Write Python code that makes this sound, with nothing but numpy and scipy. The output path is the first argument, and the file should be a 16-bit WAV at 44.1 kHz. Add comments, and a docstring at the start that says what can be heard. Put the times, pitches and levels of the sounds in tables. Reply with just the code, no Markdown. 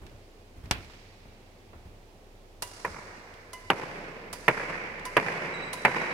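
"""A shuttlecock thuds on the wooden wall of a sports hall: the cork pushes a panel, its modes ring.
Before each thud the racket strings scrape, rustle and ping. Ahead of the rally two rackets clack
close by. Feet tap, thump and squeak on the sprung floor; the ventilation rushes and hums.
The hall returns a few distinct echoes and a long tail."""
import sys
import numpy as np
from scipy import signal
from scipy.fft import rfft, irfft, next_fast_len
from scipy.io import wavfile
from scipy.ndimage import map_coordinates

SR = 44100
rng = np.random.default_rng(int(sys.argv[2]) if len(sys.argv) > 2 else 0)


def pcm_store(signal):
    """Save signal as 16-bit PCM."""
    levels = np.round(np.clip(np.atleast_2d(signal), -1, 1) * 32767)
    wavfile.write(sys.argv[1], SR, levels.astype(np.int16).T)


N = 270333
T = np.arange(SR // 2) / SR  # time within one blow, s


def wall_thuds(cork_hz=2000, push_db=-8.5, ring_db=-3, ring_lag_s=0.00119, rustle_db=-17):
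    """Cork pushes the panel once; its crowded modes ring just after. Harder hits are brighter."""
    hits = [(2.8482, -14, 0.08, -3), (3.702, -5.5, 0.87, -5.5), (4.4811, -2.5, 0.48, -5),
            (5.1678, -3, 0.58, -2), (5.850, -2, 0.42, -1.5)]  # start_s, level_db, squareness (0-1), hall_db
    panel_spectrum = [(40, -32), (80, -18), (135, -2), (240, -5.5), (490, 5), (660, 0.5), (970, 1.5),
                      (1320, -4.5), (1550, -3.5), (2400, -4), (2950, -8.5), (3900, -20.5), (7000, -30.5),
                      (11500, -28.5), (16000, -47)]  # freq_hz, level_db
    glancing_eq = [(450, -9), (1000, -1), (2200, 9), (3200, -8), (6000, -1)]  # freq_hz, gain_db
    square_eq = [(450, 1), (1000, 2.5), (2200, 4.5), (3200, 4.5), (6000, 4.5)]  # freq_hz, gain_db
    force_eq = [(1000, 0), (2200, 0.75), (3200, 0.75), (6000, -.1)]  # freq_hz, gain_db per db of hit level
    panel_decay = [(60, 0.21), (140, .38), (260, .13), (600, 0.071), (2000, 0.074), (3500, 0.065),
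                   (7000, 0.023), (15000, 0.041)]  # freq_hz, t60_s
    # the cork itself snaps for a few cycles, far less in a glancing hit
    snap_hz, snap_rise_s, snap_db, glancing_loss_db = 2950, 0.00055, -2.5, 41
    snap = T / snap_rise_s * np.exp(1 - T / snap_rise_s) * np.sin(2 * np.pi * snap_hz * T)
    out = np.zeros((2, N))
    for start_s, level_db, squareness, hall_db in hits:
        slant = 1 - np.clip(squareness, 0, 1)
        colour = lambda hz: (along(panel_spectrum, hz) + slant * along(glancing_eq, hz)
                             + (1 - slant) * along(square_eq, hz) + level_db * along(force_eq, hz))
        push = coloured(burst(click(lag_samples=2)), lambda hz: 3 + lowpass_db(hz, cork_hz))
        ring = burst(dying(diffuse(len(T), null_hz=2800), panel_decay, size=64))
        rustle = burst(diffuse(len(T)) * fade(0.21))  # scatter from floor and nearby walls
        blow = amp(push_db) * push + amp(rustle_db) * rustle
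        add(blow, ring_lag_s, amp(ring_db) * ring)
        add(out, start_s, amp(level_db) * blow_in_hall(blow, colour, hall_db, echo_db=-2))
        snap_gain = amp(level_db + snap_db - glancing_loss_db * slant)
        add(out, start_s - snap_rise_s, snap_gain * np.array([snap, snap]))
    return out


def racket_strokes(rustle_db=-7, spot_db=13, spot_octaves=0.38, ping_lag_s=0.003, ping_rise_s=0.0066):
    """Cork and feathers scrape the strings; the contact spot favours string modes near spot_hz."""
    strokes = [(2.6215, -19.5, -38, 978, 2850), (3.531, -30, -34.5, 1013, 2300),
               (4.328, -24, -40, 980, 5140), (5.052, -26.5, -28.5, 1007, 1480),
               (5.7299, -23, -34.5, 1001, 1390)]  # start_s, scrape_db, ping_db, pitch_hz, spot_hz
    string_modes = [(1, -1, 0.15), (1.59, -23, 0.08), (2.015, -13, 0.17), (2.89, -14, 0.13),
                    (4.73, -17, 0.1), (5.12, -21, 0.12), (6.03, -20, .13)]  # pitch_ratio, level_db, t60_s
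    feather_spectrum = [(100, -17), (400, 3), (1000, 5.5), (2000, 0), (3500, -3.5), (5000, -2.5),
                        (7500, -3), (10200, 0), (12000, -8), (16000, -15.5)]  # freq_hz, level_db
    colour = lambda hz: along(feather_spectrum, hz)
    out = np.zeros((2, N))
    for start_s, scrape_db, ping_db, pitch_hz, spot_hz in strokes:
        scrape = burst(diffuse(len(T)) * fade(0.056) * rise(0.0016))
        rustle = amp(rustle_db) * burst(diffuse(len(T)) * fade(0.29))
        contact = blow_in_hall(scrape + rustle, colour, hall_db=-4, echo_db=-28)
        add(out, start_s, amp(scrape_db) * contact)
        ping = np.zeros(len(T))
        for ratio, mode_db, t60_s in string_modes:
            mode_hz = ratio * pitch_hz
            lift_db = spot_db * np.exp(-(np.log2(mode_hz / spot_hz) / spot_octaves) ** 2)
            ping += amp(ping_db + mode_db + lift_db) * fade(t60_s) * np.sin(2 * np.pi * mode_hz * T)
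        add(out, start_s + ping_lag_s, tone_in_hall(ping * rise(ping_rise_s), hall_db=-2))
    return out


def clack(near_db, near_t60_s, hall_db, top_hz):
    """A hard contact rings a racket frame; nearby surfaces reflect it."""
    frame_spectrum = [(50, -21), (100, 1.5), (180, -2.5), (350, -10), (850, -3.5), (1450, -3), (2200, 0),
                      (2750, -1), (3800, -5), (6000, -10), (7500, -12), (10500, -14), (13000, -13),
                      (16000, -35)]  # freq_hz, level_db
    frame_decay = [(200, 0.059), (1500, 0.042), (3000, 0.02), (6000, 0.028), (14000, 0.0066)]  # freq_hz, t60_s
    ring = burst(dying(diffuse(len(T)), frame_decay, size=64))
    push = 0.5 * burst(click(lag_samples=6))
    near = burst(dying(diffuse(len(T)), [(200, near_t60_s), (2500, near_t60_s), (6000, near_t60_s / 3)]))
    colour = lambda hz: along(frame_spectrum, hz) + lowpass_db(hz, top_hz, order=2)
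    return blow_in_hall(ring + push + amp(near_db) * near, colour, hall_db, echo_db=-4)


def racket_clash(start_s=0.711, level_db=-10, echo_db=-40.5, first_echo_top_hz=9000):
    """Two rackets meet close by; the echoes dull with distance."""
    echo_delays = [.135, .187, .225]  # delay_s
    out = np.zeros((2, N))
    add(out, start_s, amp(level_db) * clack(near_db=-8.5, near_t60_s=0.3, hall_db=-20, top_hz=15000))
    for delay_s in echo_delays:
        top_hz = first_echo_top_hz * (echo_delays[0] / delay_s) ** 2
        echo = clack(near_db=3, near_t60_s=0.12, hall_db=-5, top_hz=top_hz)
        add(out, start_s + delay_s, amp(echo_db) * echo)
    return out


def light_taps():
    """Rackets and shoes tap; softer contacts have less treble."""
    taps = [(0.0659, -40.5, 8900), (0.657, -43, 9000), (1.256, -39, 500), (1.732, -37.5, 885),
            (3.339, -42.5, 14000), (4.9955, -38.5, 8950)]  # start_s, level_db, top_hz
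    out = np.zeros((2, N))
    for start_s, level_db, top_hz in taps:
        add(out, start_s, amp(level_db) * clack(near_db=-1.5, near_t60_s=0.3, hall_db=-1, top_hz=top_hz))
    return out


def footsteps(rise_s=0.0023, t60_s=0.47):
    """Steps boom in the sprung floor."""
    steps = [(.015, -44), (0.111, -47.5), (0.561, -45), (0.634, -42.5), (.715, -32.5), (1.255, -53),
             (1.74, -49), (1.85, -46.5), (2.868, -42.5)]  # start_s, level_db
    floor_spectrum = [(25, -22), (55, -1.5), (90, -4.5), (150, -17), (300, -18.5), (800, -29.5),
                      (2000, -33.5), (6000, -50.5)]  # freq_hz, level_db
    out = np.zeros((2, N))
    for start_s, level_db in steps:
        boom = unit(filtered(diffuse(len(T)), lambda hz: amp(along(floor_spectrum, hz))))
        add(out, start_s, amp(level_db) * boom * fade(t60_s) * rise(rise_s))
    return out


def shoe_squeak(start_s=5.538, level_db=-37.5, end_hz=3820, sag_hz=151, sag_s=0.0194, octave_db=-12):
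    """A sole sticks and slips; the pitch sags as the foot stops."""
    phase = 2 * np.pi * np.cumsum(end_hz + sag_hz * np.exp(-T / sag_s)) / SR
    tone = np.sin(phase) + amp(octave_db) * np.sin(2 * phase)
    envelope = amp(level_db) * fade(0.1) * rise(0.0039)
    out = np.zeros((2, N))
    add(out, start_s, tone_in_hall(envelope * tone, hall_db=6))
    return out


def ventilation(air_db=-56, fan_hz=29.8, hum_db=-56, waver_db=2, drift_rad=1):
    """Air rushes and drones in a duct over the fan's deep, unsteady hum."""
    air_spectrum = [(12, -38), (20, -42), (40, -19), (60, -3), (101, -19.5), (127, -16.5), (204, -8),
                    (234, -7.5), (319, -8.5), (367, -5.5), (718, -11), (1400, -22), (2320, -21),
                    (16000, -39)]  # freq_hz, level_db
    duct_resonance = (96.1, 31, -60)  # centre_hz, width_hz, level_db
    centre_hz, width_hz, duct_db = duct_resonance
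    air = unit(filtered(diffuse(N), lambda hz: amp(along(air_spectrum, hz))))
    duct = unit(filtered(diffuse(N), lambda hz: 1 / (1 + (2 * (hz - centre_hz) / width_hz) ** 2)))
    t = np.arange(N) / SR
    knots = rng.standard_normal((2, N // 1000))
    drift, swell = [map_coordinates(row, [t * 8], mode="mirror") for row in knots]
    hum = unit(amp(waver_db * swell) * np.sin(2 * np.pi * fan_hz * t + drift_rad * drift))
    return amp(air_db) * air + amp(duct_db) * duct + amp(hum_db) * hum


def hall_response(hall_db, echo_db=0, build_s=0.079, slap_top_hz=3500):
    """Impulse response: slaps from far walls and roof, and a slowly building tail."""
    hall_decay = [(80, 0.85), (250, 5.2), (900, 2.26), (2200, 3.99), (5000, 2.57), (9000, 1.48),
                  (15000, 0.94)]  # freq_hz, t60_s
    hall_eq = [(60, -7.5), (170, 10), (300, 2), (1000, 0), (2200, 1.5), (3100, -2), (4800, 4.5),
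               (8000, 1.5), (15000, -6)]  # freq_hz, gain_db
    slaps = [(.031, -15.5), (.078, -33.5), (0.0957, -17.5), (0.1161, -17), (0.121, -19.5), (.134, -23)]  # delay_s, level_db
    t = np.arange(SR * 5 // 2) / SR
    tail = dying(diffuse(len(t)), hall_decay) * (1 - np.exp(-t / build_s)) * np.sqrt(7 / SR)
    # reflections clump at first, then even out
    clumps = map_coordinates(rng.standard_normal(400), [t * 150], mode="mirror")
    tail *= amp(2.5 * clumps * np.exp(-t / 0.4))
    for delay_s, level_db in slaps:
        slap = diffuse(len(T), null_hz=3000) * fade(0.016)
        slap = coloured(slap / np.linalg.norm(slap[0]), lambda hz: lowpass_db(hz, slap_top_hz), size=512)
        add(tail, delay_s, amp(level_db + echo_db + 6) * slap)
    return filtered(tail, lambda hz: amp(hall_db + along(hall_eq, hz)))


def blow_in_hall(blow, colour, hall_db, echo_db):
    """A blow plus the hall response, both coloured by the struck object."""
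    out = hall_response(hall_db, echo_db)
    add(out, 0, blow / np.linalg.norm(blow[0]))
    out = coloured(out, colour)
    early = out[:, :SR // 20]  # the first 50 ms set the level
    return out * np.sqrt(np.mean(burst(early) ** 2) / np.mean(early ** 2))


def tone_in_hall(tone, hall_db):
    """A tone plus its reverberation."""
    out = signal.fftconvolve(tone[None], hall_response(hall_db), axes=1)
    add(out, 0, np.array([tone, tone]))
    return out


def diffuse(n, null_hz=1350):
    """Noise from all sides at two spaced microphones: alike in the bass, unrelated in the treble."""
    angle = lambda hz: np.arccos(np.clip(0.92 * np.sinc(hz / null_hz), -1, 1)) / 2
    weights = lambda hz: np.array([np.cos(angle(hz)), np.sin(angle(hz))])
    mid, side = filtered(rng.standard_normal((2, n)), weights)
    return np.array([mid + side, mid - side])


def click(lag_samples):
    """One impulse, late at the left microphone."""
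    return np.array([signal.unit_impulse(len(T), lag_samples), signal.unit_impulse(len(T))])


def rise(rise_s):
    """Exponential attack."""
    return 1 - np.exp(-T / rise_s)


def fade(t60_s):
    """Exponential decay."""
    return np.exp(-np.log(1000) * T / t60_s)


def dying(x, decay, size=256):
    """Fade each frequency by a (freq_hz, t60_s) table."""
    hz, t, spectra = signal.stft(x, SR, nperseg=size)
    spectra = spectra * amp(-60 * t / along(decay, hz)[:, None])
    return signal.istft(spectra, SR, nperseg=size)[1][:, :x.shape[-1]]


def filtered(x, gain):
    """Zero-phase filter, linear gain(hz)."""
    n = x.shape[-1]
    size = next_fast_len(n + SR // 4)
    return irfft(rfft(x, size) * gain(np.fft.rfftfreq(size, 1 / SR)), size)[..., :n]


def coloured(x, gain_db, size=32768):
    """Minimum-phase filter, gain_db(hz)."""
    cepstrum = irfft(np.log(amp(gain_db(np.fft.rfftfreq(size, 1 / SR)))))
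    cepstrum[1:size // 2] *= 2
    cepstrum[size // 2 + 1:] = 0
    pulse = irfft(np.exp(rfft(cepstrum)))[:size // 2]
    return signal.fftconvolve(x, pulse[None], axes=1)[:, :x.shape[-1]]


def lowpass_db(hz, top_hz, order=1):
    """Low-pass curve, 3 dB down at top_hz."""
    return -10 * np.log10(1 + (hz / top_hz) ** (2 * order))


def along(points, hz):
    """Interpolate (freq_hz, value) points on a log frequency axis."""
    freqs_hz, values = np.transpose(points)
    return np.interp(np.log(hz + 1), np.log(freqs_hz + 1), values)


def amp(db):
    """Decibels to gain."""
    return 10 ** (np.asarray(db) / 20)


def unit(x):
    """Scale to rms 1."""
    return x / np.sqrt(np.mean(x ** 2) + 1e-20)


def burst(x):
    """Scale to the energy of 1 ms at rms 1."""
    return unit(x) / np.sqrt(1000 * x.shape[-1] / SR)


def add(track, start_s, x):
    """Mix x into track at start_s."""
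    part = track[:, max(round(start_s * SR), 0):][:, :x.shape[-1]]
    part += x[:, :part.shape[-1]]


def scene():
    """Rally, racket and foot noises, ventilation."""
    rally = wall_thuds() + racket_strokes()
    return rally + racket_clash() + light_taps() + footsteps() + shoe_squeak() + ventilation()


def record(dry, ceiling=0.92, top_hz=15900):
    """Left microphone shaded in the treble; highest peaks rounded; band limited."""
    left_minus_right = [(100, -0.8), (700, -0.3), (1500, -3.5), (3000, -3), (5000, -8.5), (9000, -3),
                        (15000, -2.5)]  # freq_hz, gain_db
    shaded = filtered(dry, lambda hz: amp(np.outer([0.5, -0.5], along(left_minus_right, hz))))
    limited = shaded / (1 + np.abs(shaded / ceiling) ** 8) ** (1 / 8)
    return filtered(limited, lambda hz: hz < top_hz)


dry = scene()
out = record(dry)
pcm_store(out)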